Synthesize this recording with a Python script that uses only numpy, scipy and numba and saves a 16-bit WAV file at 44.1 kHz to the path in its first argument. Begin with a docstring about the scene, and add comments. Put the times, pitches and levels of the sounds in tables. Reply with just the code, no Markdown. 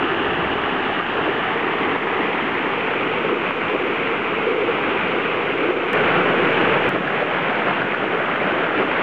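"""A forest stream, heard close by through a small camera's narrow microphone that turns from a near cascade,
past a wet rock slab, to a higher fall. A second view over a riffle then enters; for a second both sound.
White water is dense bubble grains over flickering hiss; large bubbles ring as gurgles in the pools.
Loud single plops are short rising rings, and strong peaks make the gain duck. A breeze rumbles under the
first view, a deep rush fades under the second; camera hiss and faint tones lie beneath both."""
import sys
import numpy as np
from scipy import signal
from scipy.fft import rfft, irfft, next_fast_len
from scipy.io import wavfile
from scipy.ndimage import uniform_filter1d
from numba import njit

SR = 44100
rng = np.random.default_rng(int(sys.argv[2]) if len(sys.argv) > 2 else 0)


def unload_wav(signal):
    """Save mono or channel-first audio to the path in sys.argv[1] as 16-bit WAV at rate SR, clipped to [-1, 1]."""
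    wavfile.write(
        sys.argv[1],
        SR,
        np.round(np.clip(np.atleast_2d(signal).T, -1, 1) * 32767).astype(np.int16),
    )


def rack_gain(trim_db):
    """Turn a fader trim in dB into the linear factor to multiply a signal by."""
    fader = np.asarray(trim_db, float)
    return 10 ** (fader / 20)


N = 397782
T = np.arange(N) / SR

# Water in each view, ahead of the gain control.
# Each row: time in seconds, white water level in dB rms, steady pool gurgle level in dB.
FIRST_VIEW = [(0, -21, -29), (.7, -21.8, -28), (1.2, -21.5, -30), (2.0, -21.5, -27), (2.9, -22, -28.5),
              (3.5, -22, -30.5), (4.4, -22.5, -27), (5.0, -21, -25.5), (5.8, -23, -25.5), (6.0, -23, -26),
              (6.9, -21.5, -26.5)]
SECOND_VIEW = [(5.9, -18.5, -28), (6.8, -20, -29), (7.0, -21, -29.5), (7.7, -19.5, -31), (8.3, -21, -29.5),
               (8.6, -20, -32.5), (9.0, -18.5, -34.5)]
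# Where the microphone points in the first view.
# Each row: time in seconds, direction (0 near cascade, 0.5 rock slab, 1 higher fall).
TURN = [(0, 0.02), (1.2, 0.077), (1.7, .5), (2.5, 0.54), (3.0, 0.96), (6.9, 1)]
# Colour of the white water: near cascade (facing its foot), wet rock slab (half way round),
# higher fall (facing upstream), riffle (second view). Each row: frequency in Hz, relative gain in dB.
NEAR_CASCADE = [(25, -24), (60, -12.5), (110, -7.5), (170, -2.5), (260, -0.5), (560, -3), (800, 2),
                (1000, -2.3), (1200, 1.5), (1450, -1.5), (1750, -0.5), (2050, -8), (2400, -8), (2800, -4),
                (2950, -5)]
ROCK_SLAB = [(25, -25.5), (60, -18), (110, -7), (170, -2), (260, 2), (560, -4), (800, 2), (1000, 0.5),
             (1200, 1.5), (1450, -2.5), (1750, -0.5), (2050, -0.5), (2400, -4.5), (2800, -6.5), (3000, -9)]
HIGH_FALL = [(25, -28.5), (60, -18.5), (110, -6.5), (170, -1.5), (260, 2.2), (560, -1), (800, -0.5),
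             (1000, 0), (1200, 1), (1450, 0.9), (1750, -5), (2050, -1.5), (2400, 0), (2800, -4.5)]
RIFFLE = [(25, -28.5), (60, -22.5), (110, -7), (170, 0.5), (260, 1), (560, 3.5), (800, 1.9), (1000, -0.3),
          (1200, 1.3), (1450, 3), (1750, 0), (2050, -2), (2400, -2.5), (2800, -6)]
# Treble cut of the microphone. Each row: frequency in Hz, gain in dB.
MIC = [(2800, 2), (3100, -9), (3400, -15), (3700, -21.5), (4000, -29), (4400, -35.5), (4900, -35),
       (5500, -44.5), (7000, -70), (9000, -95.5)]
# Colour of the camera's own hiss. Each row: frequency in Hz, relative gain in dB.
HISS_COLOUR = [(2000, -2.5), (5500, 2), (6500, 0), (7300, -1), (8000, -5.5), (8600, -10.5), (9200, -17.5),
               (10000, -40), (15000, -37)]
# Faint steady tones. Each row: frequency in Hz, level in dB rms.
WHINE = [(4388, -77), (6223, -88), (6665, -90)]
# Loud single plops. Each row: start in seconds, strength in dB ahead of the filters, starting pitch in Hz.
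PLOPS = [(1.279, -3, 520), (1.962, -4.5, 800), (2.102, -5, 800), (3.509, -4, 900), (3.758, -3.5, 500),
         (5.708, -4, 480), (7.228, -2, 600), (8.042, -4.5, 700)]
# Loudest surges of gurgling, when a slug of water drops into a pool.
# Each row: time in seconds, rise above the steady gurgle in dB.
SURGES = [(0.02, 7), (1.25, 6.5), (1.6, 0.5), (1.85, 2), (2.2, 1.5), (3.05, 4.5), (3.31, 7), (3.77, 5),
          (4.17, 2.5), (4.56, 3.5), (6.3, 4), (7.25, 3), (8.03, 3.5), (8.54, 5), (8.82, 7.5)]
# Steady breeze on the microphone, ahead of the gain control. Each row: time in seconds, level in dB.
BREEZE = [(0, -56), (1.2, -55), (1.6, -58), (4, -61), (6.9, -59)]
# Gusts. Each row: time in seconds, rise above the steady breeze in dB, half width in seconds.
GUSTS = [(.22, 11, .06), (.46, 17.5, 0.12), (.76, 7.5, 0.11)]
# Deep rush in the second view, fading as the camera tilts. Each row: time in seconds, level in dB.
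DEEP_RUSH = [(5.9, -35), (6.3, -33), (6.7, -33.5), (7.1, -36.5), (7.8, -45), (8.3, -54)]
# Click strengths in dB: where the second view enters, where the first leaves.
CUT_CLICKS = (-18.5, -19.5)

SECOND_IN_S, FIRST_OUT_S = 5.9323, 6.8923
HISS_DB, OFFSET = -65, -.0043  # hiss in dB rms; converter offset as a share of full scale
SURGE_S = 0.076  # half width of a surge
WOBBLE_DB, WOBBLE_PER_S = 1.3, 10  # small random swells of the gurgle
TICK_GAP_S, TICK_DB, TICK_SPREAD = .04, -47, 1.5  # the spread is the power of a random strength


def level(x, db):
    """Scale to an rms level in dB."""
    return x * rack_gain(db) / np.sqrt(np.mean(x ** 2))


def colour(x, points):
    """Filter through (Hz, dB) points, straight on a log-frequency axis."""
    hz, db = np.transpose(points)
    size = next_fast_len(N)
    f = np.arange(size // 2 + 1) * SR / size + 1
    gain = rack_gain(np.interp(np.log(f), np.log(hz), db))
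    return irfft(rfft(x, size) * gain, size)[:N]


def walk(rate):
    """Random levels held 1 / rate s and slewed twice; spread 1."""
    hold = int(SR / rate)
    steps = np.repeat(rng.standard_normal(N // 100), hold)[:N]
    smooth = uniform_filter1d(uniform_filter1d(steps, hold), hold)
    return smooth / smooth.std()


def swells(rows):
    """Bell-shaped rises in dB from (s, dB, half width s) rows."""
    return sum(db * np.exp(-.5 * ((T - s) / w) ** 2) for s, db, w in rows)


@njit
def ring(start, hz, cycles, size, glide):
    """Each bubble is a damped sine whose pitch rises as it nears the surface."""
    out = np.zeros(N)
    for k in range(len(start)):
        tau = cycles[k] / hz[k] * SR / 3  # decay in samples: the cycles span three of them
        step = 2 * np.pi * hz[k] / SR
        turn = np.exp(1j * step - 1 / tau)
        rise = np.exp(1j * step * glide / (3 * tau))
        z = size[k] + 0j
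        for i in range(start[k], min(N, start[k] + int(5 * tau))):
            out[i] += z.imag
            z *= turn
            turn *= rise
    return out


def bubbles(hz, chance, cycles, scatter_db, glide):
    """Bubbles ring at random moments, a few much stronger than the rest."""
    start = (chance[:, 0] * N).astype(np.int64)
    size = rack_gain(-scatter_db * np.log(chance[:, 1] + 0.0024)) * np.sqrt(hz)
    return level(ring(start, hz, cycles * (.5 + chance[:, 2]), size, glide), 0)


def white_water(points, grain_db, count=14000):
    """Hiss of countless tiny bubbles, flickering, with the larger ones heard as grains; the microphone cuts the top."""
    chance = rng.random((count, 4))
    grains = bubbles(150 + 4300 * chance[:, 3], chance, cycles=6., scatter_db=2.5, glide=0.22)
    hiss = rng.standard_normal(N) * rack_gain(.5 * walk(45))
    return level(colour(hiss + rack_gain(grain_db) * grains, points + MIC[1:]), 0)


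def gurgle(low_hz, high_hz, climb, count=3000):
    """Large bubbles under the falling jet, all of about one size; the farther pool is pitched a little higher."""
    chance = rng.random((count, 5))
    hz = low_hz + (high_hz - low_hz) * np.sqrt(chance[:, 3] * (.5 + .5 * chance[:, 4]))
    hz = hz * (.9 + climb[(chance[:, 0] * N).astype(int)])
    x = bubbles(hz, chance, cycles=13., scatter_db=1.8, glide=0.055)
    return level(colour(x, [(.6 * low_hz, -30), (low_hz, 0), (high_hz, 0), (1.12 * high_hz, -22)]), 0)


def breeze():
    """Wind on the microphone: a fluttering low rumble with a few gusts."""
    x = colour(rng.standard_normal(N), [(10, -19.5), (35, -10), (85, 4), (130, -3.5), (250, -37.5), (1000, -110)])
    steady_db = np.interp(T, *np.transpose(BREEZE))
    return level(x * rack_gain(2.6 * walk(12)), 0) * rack_gain(steady_db + swells(GUSTS))


def camera_noise():
    """The camera's coloured hiss, faint steady tones and a constant converter offset."""
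    tones = sum(np.sqrt(2) * rack_gain(db) * np.sin(2 * np.pi * (hz * T + rng.random())) for hz, db in WHINE)
    return level(colour(rng.standard_normal(N), HISS_COLOUR), HISS_DB) + tones + OFFSET


def plops(rows):
    """Single bubbles that ring for a cycle or two, rising in pitch, their first swing downward."""
    start_s, db, hz = np.transpose(rows)
    x = ring((start_s * SR).astype(np.int64), hz, 0 * hz + 1.8, rack_gain(db), .3)
    return -colour(x, [(80, -36), (250, 0)] + MIC)  # a bubble this small radiates no bass


@njit
def duck(x, top, depth, hold, release):
    """A downward peak past the top cuts the gain at once; it is held, then creeps back."""
    y, cut, left = np.empty(len(x)), 0., 0.
    for i in range(len(x)):
        y[i] = x[i] * (1 - cut)
        if y[i] < -top:
            left = hold
        if left > 0:
            cut += (depth - cut) * .02
            left -= 1
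        else:
            cut *= release
    return y


def deep_rush():
    """Churning water heard as a low band of noise."""
    x = colour(rng.standard_normal(N), [(60, -41.5), (130, -2), (180, 2.5), (240, -8.5), (400, -40), (1000, -110)])
    return level(x, 0) * rack_gain(np.interp(T, *np.transpose(DEEP_RUSH)))


def ticks():
    """Small jumps that settle in about a millisecond: one at each cut, faint random ones evenly between."""
    out = np.zeros(N)
    times = np.arange(SECOND_IN_S, FIRST_OUT_S + TICK_GAP_S / 2, TICK_GAP_S)
    strength = abs(rng.standard_normal(len(times))) ** TICK_SPREAD
    db = TICK_DB + 20 * np.log10(strength)
    db[[0, -1]] = CUT_CLICKS
    out[(times * SR).astype(int)] = rack_gain(db)
    return signal.lfilter([1], [1, -.9], out)


def view(table, water, pool, plop_rows, extra):
    """One camera view: the water and plops pass the gain control and input stage, then camera noise is added."""
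    s, flow_db, gurgle_db = np.transpose(table)
    surge_db = swells([(at, db, SURGE_S) for at, db in SURGES]) + WOBBLE_DB * walk(WOBBLE_PER_S)
    x = rack_gain(np.interp(T, s, flow_db)) * water
    x = x + rack_gain(np.interp(T, s, gurgle_db) + surge_db) * pool
    x = x + plops(plop_rows) + extra
    # held 45 ms, released with a 50 ms time constant
    x = duck(x, .39, .23, .045 * SR, 1 - 1 / (.05 * SR))
    # the input stage rounds peaks ahead of its filter
    x = colour(.6 * np.tanh(x / .6), [(4300, 0), (5200, -8), (6500, -40)])
    return x + camera_noise()


def scene():
    """The two views, switched on and off within a few milliseconds."""
    turn = np.clip(np.interp(T, *np.transpose(TURN)), 0, 1)
    waters = white_water(NEAR_CASCADE, -8.0), white_water(ROCK_SLAB, -9.0), white_water(HIGH_FALL, -10.5)
    # equal-power fade from each direction to the next
    turning = sum(np.sqrt(np.clip(1 - abs(2 * turn - k), 0, 1)) * w for k, w in enumerate(waters))
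    first_plops = [p for p in PLOPS if p[0] < FIRST_OUT_S]
    second_plops = [p for p in PLOPS if p[0] >= FIRST_OUT_S]
    first = view(FIRST_VIEW, turning, gurgle(270.5, 542.0, .16 * turn - .05), first_plops, breeze())
    riffle = white_water(RIFFLE, -8.5)
    second = view(SECOND_VIEW, riffle, gurgle(260., 570., 0 * turn), second_plops, deep_rush())
    on, off = (np.clip((T - s) / .002 + .5, 0, 1) for s in (SECOND_IN_S, FIRST_OUT_S))
    first_gain = 1 - off ** 2 * (3 - 2 * off)
    second_gain = on ** 2 * (3 - 2 * on)
    return (first * first_gain + second * second_gain + ticks())[None]


def low_pass(x):
    """Removes everything above the highest recorded frequency."""
    return signal.sosfilt(signal.butter(12, 15800, fs=SR, output="sos"), x)


def record(dry):
    """The finished mix as it is kept."""
    return low_pass(dry)


dry = scene()
out = record(dry)
unload_wav(out)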